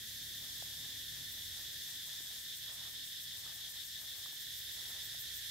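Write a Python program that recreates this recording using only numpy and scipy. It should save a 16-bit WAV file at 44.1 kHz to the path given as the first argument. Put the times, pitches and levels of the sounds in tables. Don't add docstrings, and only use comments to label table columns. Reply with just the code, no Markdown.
import sys
import numpy as np
from scipy import signal
from scipy.fft import rfft, irfft
from scipy.io import wavfile

SR = 44100
rng = np.random.default_rng(int(sys.argv[2]) if len(sys.argv) > 2 else 0)


def waveform_to_disk(signal):
    frames = np.transpose(np.atleast_2d(signal))
    scaled = np.clip(frames, -1, 1) * 32767
    samples = np.round(scaled).astype(np.int16)
    wavfile.write(sys.argv[1], SR, samples)


def how_loud(loudness_db):
    steps = np.asarray(loudness_db, float) / 20
    return 10 ** steps


N = 242550


def rms_one(x):
    return x / np.sqrt(np.mean(x ** 2) + 1e-20)


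def in_time(rows):
    s, *columns = np.transpose(rows)
    return [np.interp(np.arange(N) / SR, s, c) for c in columns]


def at_hz(points, hz):
    point_hz, value = np.transpose(points)
    return np.interp(np.log(hz), np.log(point_hz), value)


def panned(db, pan_db):
    return how_loud(np.array([db + pan_db / 2, db - pan_db / 2]))


def drift(rate_hz):
    r = np.exp(-80 * np.pi * rate_hz / SR)
    noise = rng.standard_normal(N // 40 + 2002)
    slow = signal.lfilter([1], [1, -2 * r, r * r], noise)[2000:]
    return np.interp(np.arange(N) / 40, np.arange(len(slow)), rms_one(slow))


def stereo(pair, alike):
    alike = np.clip(alike, 0, 1)
    middle = np.sqrt((1 + alike) / 2) * pair[0]
    side = np.sqrt((1 - alike) / 2) * pair[1]
    return middle + side * [[1], [-1]]


def ring_twice(x, hz, width_hz):
    r = np.exp(-np.pi * width_hz / SR)
    stage = [1, 0, -1, 1, -2 * r * np.cos(2 * np.pi * hz / SR), r * r]
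    return rms_one(signal.sosfilt([stage, stage], x))


def swing(times, depths, half_s):
    t = np.arange(N) / SR
    return sum(depth * np.exp(-np.abs((t - s) / half_s) ** 3) for s, depth in zip(times, depths))


def clicks(per_s, spread_db):
    sizes = how_loud(spread_db * np.minimum(rng.exponential(1, (2, N)), 4))
    signs = rng.choice([-1, 1], (2, N))
    return sizes * signs * (rng.random((2, N)) < per_s / SR)


# frequency in Hz, left-right likeness (1 = same).
NOISE_LIKENESS = [(60, 1.0), (130, 1.0), (290, 0.99), (640, 0.9), (1410, 0.54), (3100, 0.27), (6820, 0.12),
                  (15000, 0.5)]


def coloured(spectrum, patchy_db):
    hz = np.maximum(np.arange(N // 2 + 1) * SR / N, 1)
    low_hz, high_hz = spectrum[0][0], spectrum[-1][0]
    pair = rfft(rng.standard_normal((2, N))) * how_loud(at_hz(spectrum, hz))
    pair = pair * (hz > low_hz / 2) * (hz < high_hz * 2)
    both = stereo(pair, at_hz(NOISE_LIKENESS, hz))
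    place = np.clip(4 * np.log(hz / low_hz) / np.log(high_hz / low_hz), 0, 4)
    out = 0
    for k in range(5):
        share = np.sqrt(np.clip(1 - np.abs(place - k), 0, 1))
        out = out + irfft(both * share, N) * how_loud(patchy_db * drift(7.5))
    return rms_one(out)


def drone(rings, dip_db, per_s, waver_db, waver_hz=9.6):
    out = 0
    for hz, width_hz, db, alike, dip_share in rings:
        rung = ring_twice(stereo(clicks(per_s, spread_db=-0.5), alike), hz, width_hz)
        waver = np.array([drift(waver_hz), drift(waver_hz)])
        out = out + rung * how_loud(db + dip_share * dip_db + waver_db * waver)
    return out


# time in seconds, low ring level in dB, main ring level in dB,
# treble level in dB, left over right of the drone in dB.
CHORUS_SWELL = [(0.0, -60, -51.5, -50, -1.5), (0.5, -61.5, -49.5, -49, -1.5),
                (1.0, -60.5, -49, -50.5, -1.5), (1.9, -60, -49, -49.5, -.3), (2.5, -60.5, -48.5, -51, -.6),
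                (3.05, -61.5, -47.5, -51.5, -1.5), (3.5, -61.2, -48.5, -51.5, 1.2),
                (4.1, -61, -48, -51.5, 0.5), (4.6, -60.5, -48.5, -50, -3), (5.05, -58.5, -48, -50, -2.5),
                (5.5, -58.5, -47.5, -49.5, -3)]
# frequency in Hz, one-pass width in Hz, relative level in dB,
# left-right likeness, share of the dip.
LOW_RINGS = [(1775, 124, -3.5, 0.52, 0.34), (1861, 454, -3, 0.73, 1.2), (1597, 260, -10, .6, 1)]
MAIN_RINGS = [(3577, 334, -4, 0.31, 2.3), (3438, 670, -1, 0.31, 1.3), (3900, 220, -9.5, 0.56, 2.3),
              (4286, 560, -11.5, 1, 2.4)]
UPPER_BODY_RINGS = [(5200, 740, -8, .15, 0.96), (6700, 560, -14.5, 0.092, 0.11),
                    (8200, 610, -14.5, .2, .01), (11460, 1500, -13.5, 0.2, .01)]
TOP_BODY_RINGS = [(13100, 900, -14.5, 0.33, .01), (14900, 1300, -23, .3, .01)]
# frequency in Hz, relative density in dB per Hz.
FAR_MASS_COLOUR = [(1400, -21.5), (2300, -10.5), (2800, -10), (4700, 1), (6000, -0.5), (7500, -3),
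                   (9100, -4.5), (10500, -5), (13000, -2.5), (15000, -5.5), (15900, -6)]
DIP_HALF_S, DIP_LATE_S = 0.03, 0.0079
LOW_PAN_DB, TOP_PAN_DB, MASS_PAN_DB = 0.1, 11, 0.1
UPPER_UNDER_MAIN_DB, MASS_OVER_TREBLE_DB = -1.5, 1.5


def chorus(rows):
    low_db, main_db, treble_db, pan_db = in_time(CHORUS_SWELL)
    dip_db = swing(rows[:, 0] + DIP_LATE_S, rows[:, -1], DIP_HALF_S)
    low = rms_one(drone(LOW_RINGS, dip_db, per_s=3000, waver_db=0.4))
    main = rms_one(drone(MAIN_RINGS, dip_db, per_s=4000, waver_db=0.17))
    upper = drone(UPPER_BODY_RINGS, dip_db, per_s=4000, waver_db=0.4, waver_hz=5.8)
    top = drone(TOP_BODY_RINGS, dip_db, per_s=5900, waver_db=0.8, waver_hz=3.5)
    mass = coloured(FAR_MASS_COLOUR, patchy_db=0.98)
    return (panned(low_db, pan_db + LOW_PAN_DB) * low
            + panned(main_db, pan_db) * main
            + panned(main_db + UPPER_UNDER_MAIN_DB, pan_db / 2) * upper
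            + panned(treble_db, TOP_PAN_DB) * top
            + panned(treble_db + MASS_OVER_TREBLE_DB, MASS_PAN_DB) * mass)


def engine(curve, orders_db, dulling_db_per_s=0):
    rate_hz, level_db = in_time(curve)
    dull_db = dulling_db_per_s * np.arange(N) / SR
    turn = 2 * np.pi * np.cumsum(rate_hz * (1 + 0.00573 * drift(1.43))) / SR
    out = 0
    for k, db in enumerate(orders_db):
        gain = np.sqrt(2) * how_loud(level_db + db - dull_db * k + 2.2 * drift(4.2))
        out = out + gain * np.sin((k + 1) * turn + 7 * rng.random())
    return out


# time in seconds, firing rate in Hz, level in dB.
RECEDING_ENGINE = [(0, 35.6, -68), (1.3, 37.13, -68.5), (2.2, 38.33, -73), (3.5, 39.36, -70.5),
                   (4.4, 40.42, -74.5), (4.8, 39.54, -75), (5.5, 40.07, -78)]
RECEDING_ORDERS = [-11, -2.3, -2, -4, -9, -9.5, -8.5, -14]


def receding_engine():
    return engine(RECEDING_ENGINE, RECEDING_ORDERS, dulling_db_per_s=0.25)


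# time in seconds, firing rate in Hz, level in dB.
SAGGING_ENGINE = [(0, 50.5, -74.5), (.9, 50.36, -73.5), (1.3, 47.95, -70), (1.7, 42.5, -70), (2.1, 45, -92),
                  (2.6, 50, -76), (3.6, 50.86, -75), (3.95, 46, -81), (5.5, 46.2, -80)]
SAGGING_ORDERS = [-8, .1, -6]


def sagging_engine():
    return engine(SAGGING_ENGINE, SAGGING_ORDERS)


# time in seconds, level in dB.
RUMBLE_LEVEL = [(0.0, -67), (0.45, -67), (1.35, -66.5), (2.17, -69.5), (3.52, -71.5), (3.97, -71),
                (5.06, -66.5), (5.5, -69.5)]
# frequency in Hz, relative density in dB per Hz.
RUMBLE_SPECTRUM = [(20, -30), (35, -11), (60, 0.5), (107, -2.5), (143, -0.5), (175, -7.5), (344, -10),
                   (600, -12.5), (1200, -34.5), (1600, -14)]


def rumble():
    return how_loud(in_time(RUMBLE_LEVEL)[0]) * coloured(RUMBLE_SPECTRUM, patchy_db=1.0)


# first rasp in seconds, gap in seconds, shortening per gap in
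# seconds (negative lengthens), body pitch in Hz, left over right in dB, middle over high rings in dB at the
# first rasp, drone dip in dB at full effort before each ring's share.
NEAR_SINGERS = [(0.145, 0.143, -0.0012, 1520, 3, -7, -0.7), (1.56, 0.1715, 0.00103, 1664, 7, 2, -4.5),
                (3.635, 0.1575, 0.00001, 1530, 0.8, -5.8, -0.8)]
PHRASE_RASPS = [9, 18, 12]
# time in seconds, level of the high rings in dB.
SINGER_EFFORTS = [
    [(0.1, -61), (0.7, -70), (1.35, -54)],
    [(1.5, -66.5), (2.1, -58), (2.6, -54.5), (2.9, -55.5), (3.3, -55.5), (3.7, -55), (4.0, -53.5),
     (4.35, -57)],
    [(3.6, -73), (4.1, -59), (4.6, -52.5), (5.0, -53), (5.4, -50)],
]
FULL_EFFORT_DB, DIP_EXPONENT = -53, 2.23
MIDDLE_LOSS_DB_PER_RASP = 0.23


def rasp_rows():
    rows = []
    for singer, count, effort in zip(NEAR_SINGERS, PHRASE_RASPS, SINGER_EFFORTS):
        first_s, gap_s, quicker_s, body_hz, pan_db, middle_db, full_dip_db = singer
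        for k in range(count):
            s = first_s + gap_s * k - quicker_s * k * (k - 1) / 2
            high_db = np.interp(s, *np.transpose(effort))
            rasp_middle_db = high_db + middle_db - MIDDLE_LOSS_DB_PER_RASP * k
            dip_db = full_dip_db * how_loud(DIP_EXPONENT * (high_db - FULL_EFFORT_DB))
            rows.append((s, body_hz, rasp_middle_db, high_db, pan_db, dip_db))
    return np.array(rows)


# frequency in Hz, relative level in dB.
RASP_RING_COLOUR = [(6000, -8), (6700, -13), (7700, 0), (8300, -3.5), (9200, -0.5), (10000, -7),
                    (11600, -15), (12400, -2), (13300, -1.5), (13900, 1), (15000, -4), (15500, -4),
                    (16600, -20)]
RASP_HALF_S, RASP_SPLIT_HZ, RASP_LIKENESS = 0.027, 11000, 0.66
RASP_WIDTH_SHARE, RASP_PITCH_SPREAD = 0.085, 0.012
MIDDLE_PAN_SHARE = 0.38


def rasps(rows):
    out = np.zeros((2, N))
    size = int(0.16 * SR)
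    stream = stereo(clicks(2300, spread_db=1.5), RASP_LIKENESS)
    hump = np.exp(-np.abs((np.arange(size) - size / 2) / SR / RASP_HALF_S) ** 3)
    chance = rng.standard_normal((len(rows), 8))
    for (s, body_hz, middle_db, high_db, pan_db, _), (stray, *uneven) in zip(rows, chance):
        at = int(s * SR) - size // 2
        span = slice(at, at + size)
        for k in range(7):
            hz = (k + 4) * body_hz * (1 + RASP_PITCH_SPREAD * stray)
            middle = hz < RASP_SPLIT_HZ
            db = at_hz(RASP_RING_COLOUR, hz) + (middle_db if middle else high_db) + 0.68 * uneven[k]
            gains = panned(db, pan_db * (MIDDLE_PAN_SHARE if middle else 1))
            rung = ring_twice(stream[:, span], hz, RASP_WIDTH_SHARE * hz)
            out[:, span] += gains[:, None] * hump * rung
    return out


# frequency in Hz, one-pass width in Hz, relative level in dB,
# left-right likeness.
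BARK_RINGS = [(580, 880, 0.5, 1), (1054, 1460, -0.2, 0.94), (2120, 940, -1.5, 0.7)]
# start in seconds, hold in seconds, level in dB.
BARK_BRUSHES = [(0.43, 0.044, -70), (0.55, 0.35, -72.5), (1.17, 0.05, -72), (1.35, 0.049, -72.5),
                (1.53, 0.06, -70.5), (1.87, 0.021, -70.5), (2.07, 0.18, -74), (2.31, 0.014, -68.5),
                (2.69, 0.018, -63), (2.78, 0.087, -66.5), (3.34, 0.071, -72.5), (3.46, 0.04, -65),
                (3.57, 0.21, -74.5), (4.01, 0.07, -70), (4.16, 0.11, -70.5), (4.78, 0.043, -68),
                (4.89, 0.077, -66)]
BRUSH_RISE_DB_PER_S, BRUSH_FALL_DB_PER_S, QUIET_RUSTLE_DB = 325, 140, -80


def rustle():
    grains = 0
    for hz, width_hz, db, alike in BARK_RINGS:
        stream = stereo(clicks(1500, spread_db=0.5), alike)
        grains = grains + how_loud(db) * ring_twice(stream, hz, width_hz)
    t = np.arange(N) / SR
    level = how_loud(QUIET_RUSTLE_DB)
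    for s, held_s, db in BARK_BRUSHES:
        rise_db = BRUSH_RISE_DB_PER_S * (s - t)
        fall_db = BRUSH_FALL_DB_PER_S * (t - s - held_s)
        lost_db = np.maximum(np.maximum(rise_db, fall_db), 0)
        level = np.hypot(level, how_loud(db - lost_db))
    return level * how_loud(1.72 * drift(31.0)) * rms_one(grains)


# start in seconds, blow level in dB before onset and decay, frequency in Hz,
# left over right in dB.
BARK_TICKS = [(0.6247, -39, 696, 2), (0.8595, -52, 754, 0.1), (2.2065, -48, 353, -1.1),
              (2.7015, -54, 689, 0.4), (2.8535, -51, 1180, 1.1), (3.4635, -45, 1340, 0.1),
              (3.4935, -52, 920, 2), (4.2595, -41.5, 1210, 2), (4.3295, -51, 851, 0.4),
              (5.1465, -48, 703, -0.4)]
TICK_T60_S, OVERTONE_EXTRA_T60_S, TICK_LOAD_S = 0.01, 0.0056, 0.0005


def ticks():
    out = np.zeros((2, N))
    t = np.arange(int(0.06 * SR)) / SR
    for s, db, hz, pan_db in BARK_TICKS:
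        overtone = 0.61 * np.sin(2 * np.pi * 1.36 * hz * t) * how_loud(-60 * t / OVERTONE_EXTRA_T60_S)
        ring = np.sin(2 * np.pi * hz * t) + overtone
        ring = ring * (1 - np.exp(-t / TICK_LOAD_S))
        at = int(s * SR)
        out[:, at:at + len(t)] += panned(db, pan_db)[:, None] * ring * how_loud(-60 * t / TICK_T60_S)
    return out


# time in seconds, firing rate in Hz, level in dB.
LATE_ENGINE_CURVE = [(4.2, 40.5, -86.5), (4.45, 39.7, -74), (4.85, 32.4, -73.5), (5.1, 32.65, -74),
                     (5.5, 29.4, -71.5)]
LATE_ENGINE_ORDERS = [-31, 0, -3, -0.5]


def late_engine():
    return engine(LATE_ENGINE_CURVE, LATE_ENGINE_ORDERS)


def scene():
    rows = rasp_rows()
    cicadas = chorus(rows) + rasps(rows)
    engines = receding_engine() + sagging_engine() + late_engine()
    return cicadas + engines + rumble() + rustle() + ticks()


def band_limit(x):
    return signal.sosfilt(signal.butter(12, 16030, fs=SR, output="sos"), x)


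LEFT_LATE_S, CUTOFF_HZ = 1.1e-5, 15760


def record(dry):
    hz = np.arange(N // 2 + 1) * SR / N
    delay = np.exp(-2j * np.pi * hz * [[LEFT_LATE_S], [0]])
    ports = rfft(dry) * delay * (hz < CUTOFF_HZ)
    return band_limit(irfft(ports, N))


dry = scene()
out = record(dry)
waveform_to_disk(out)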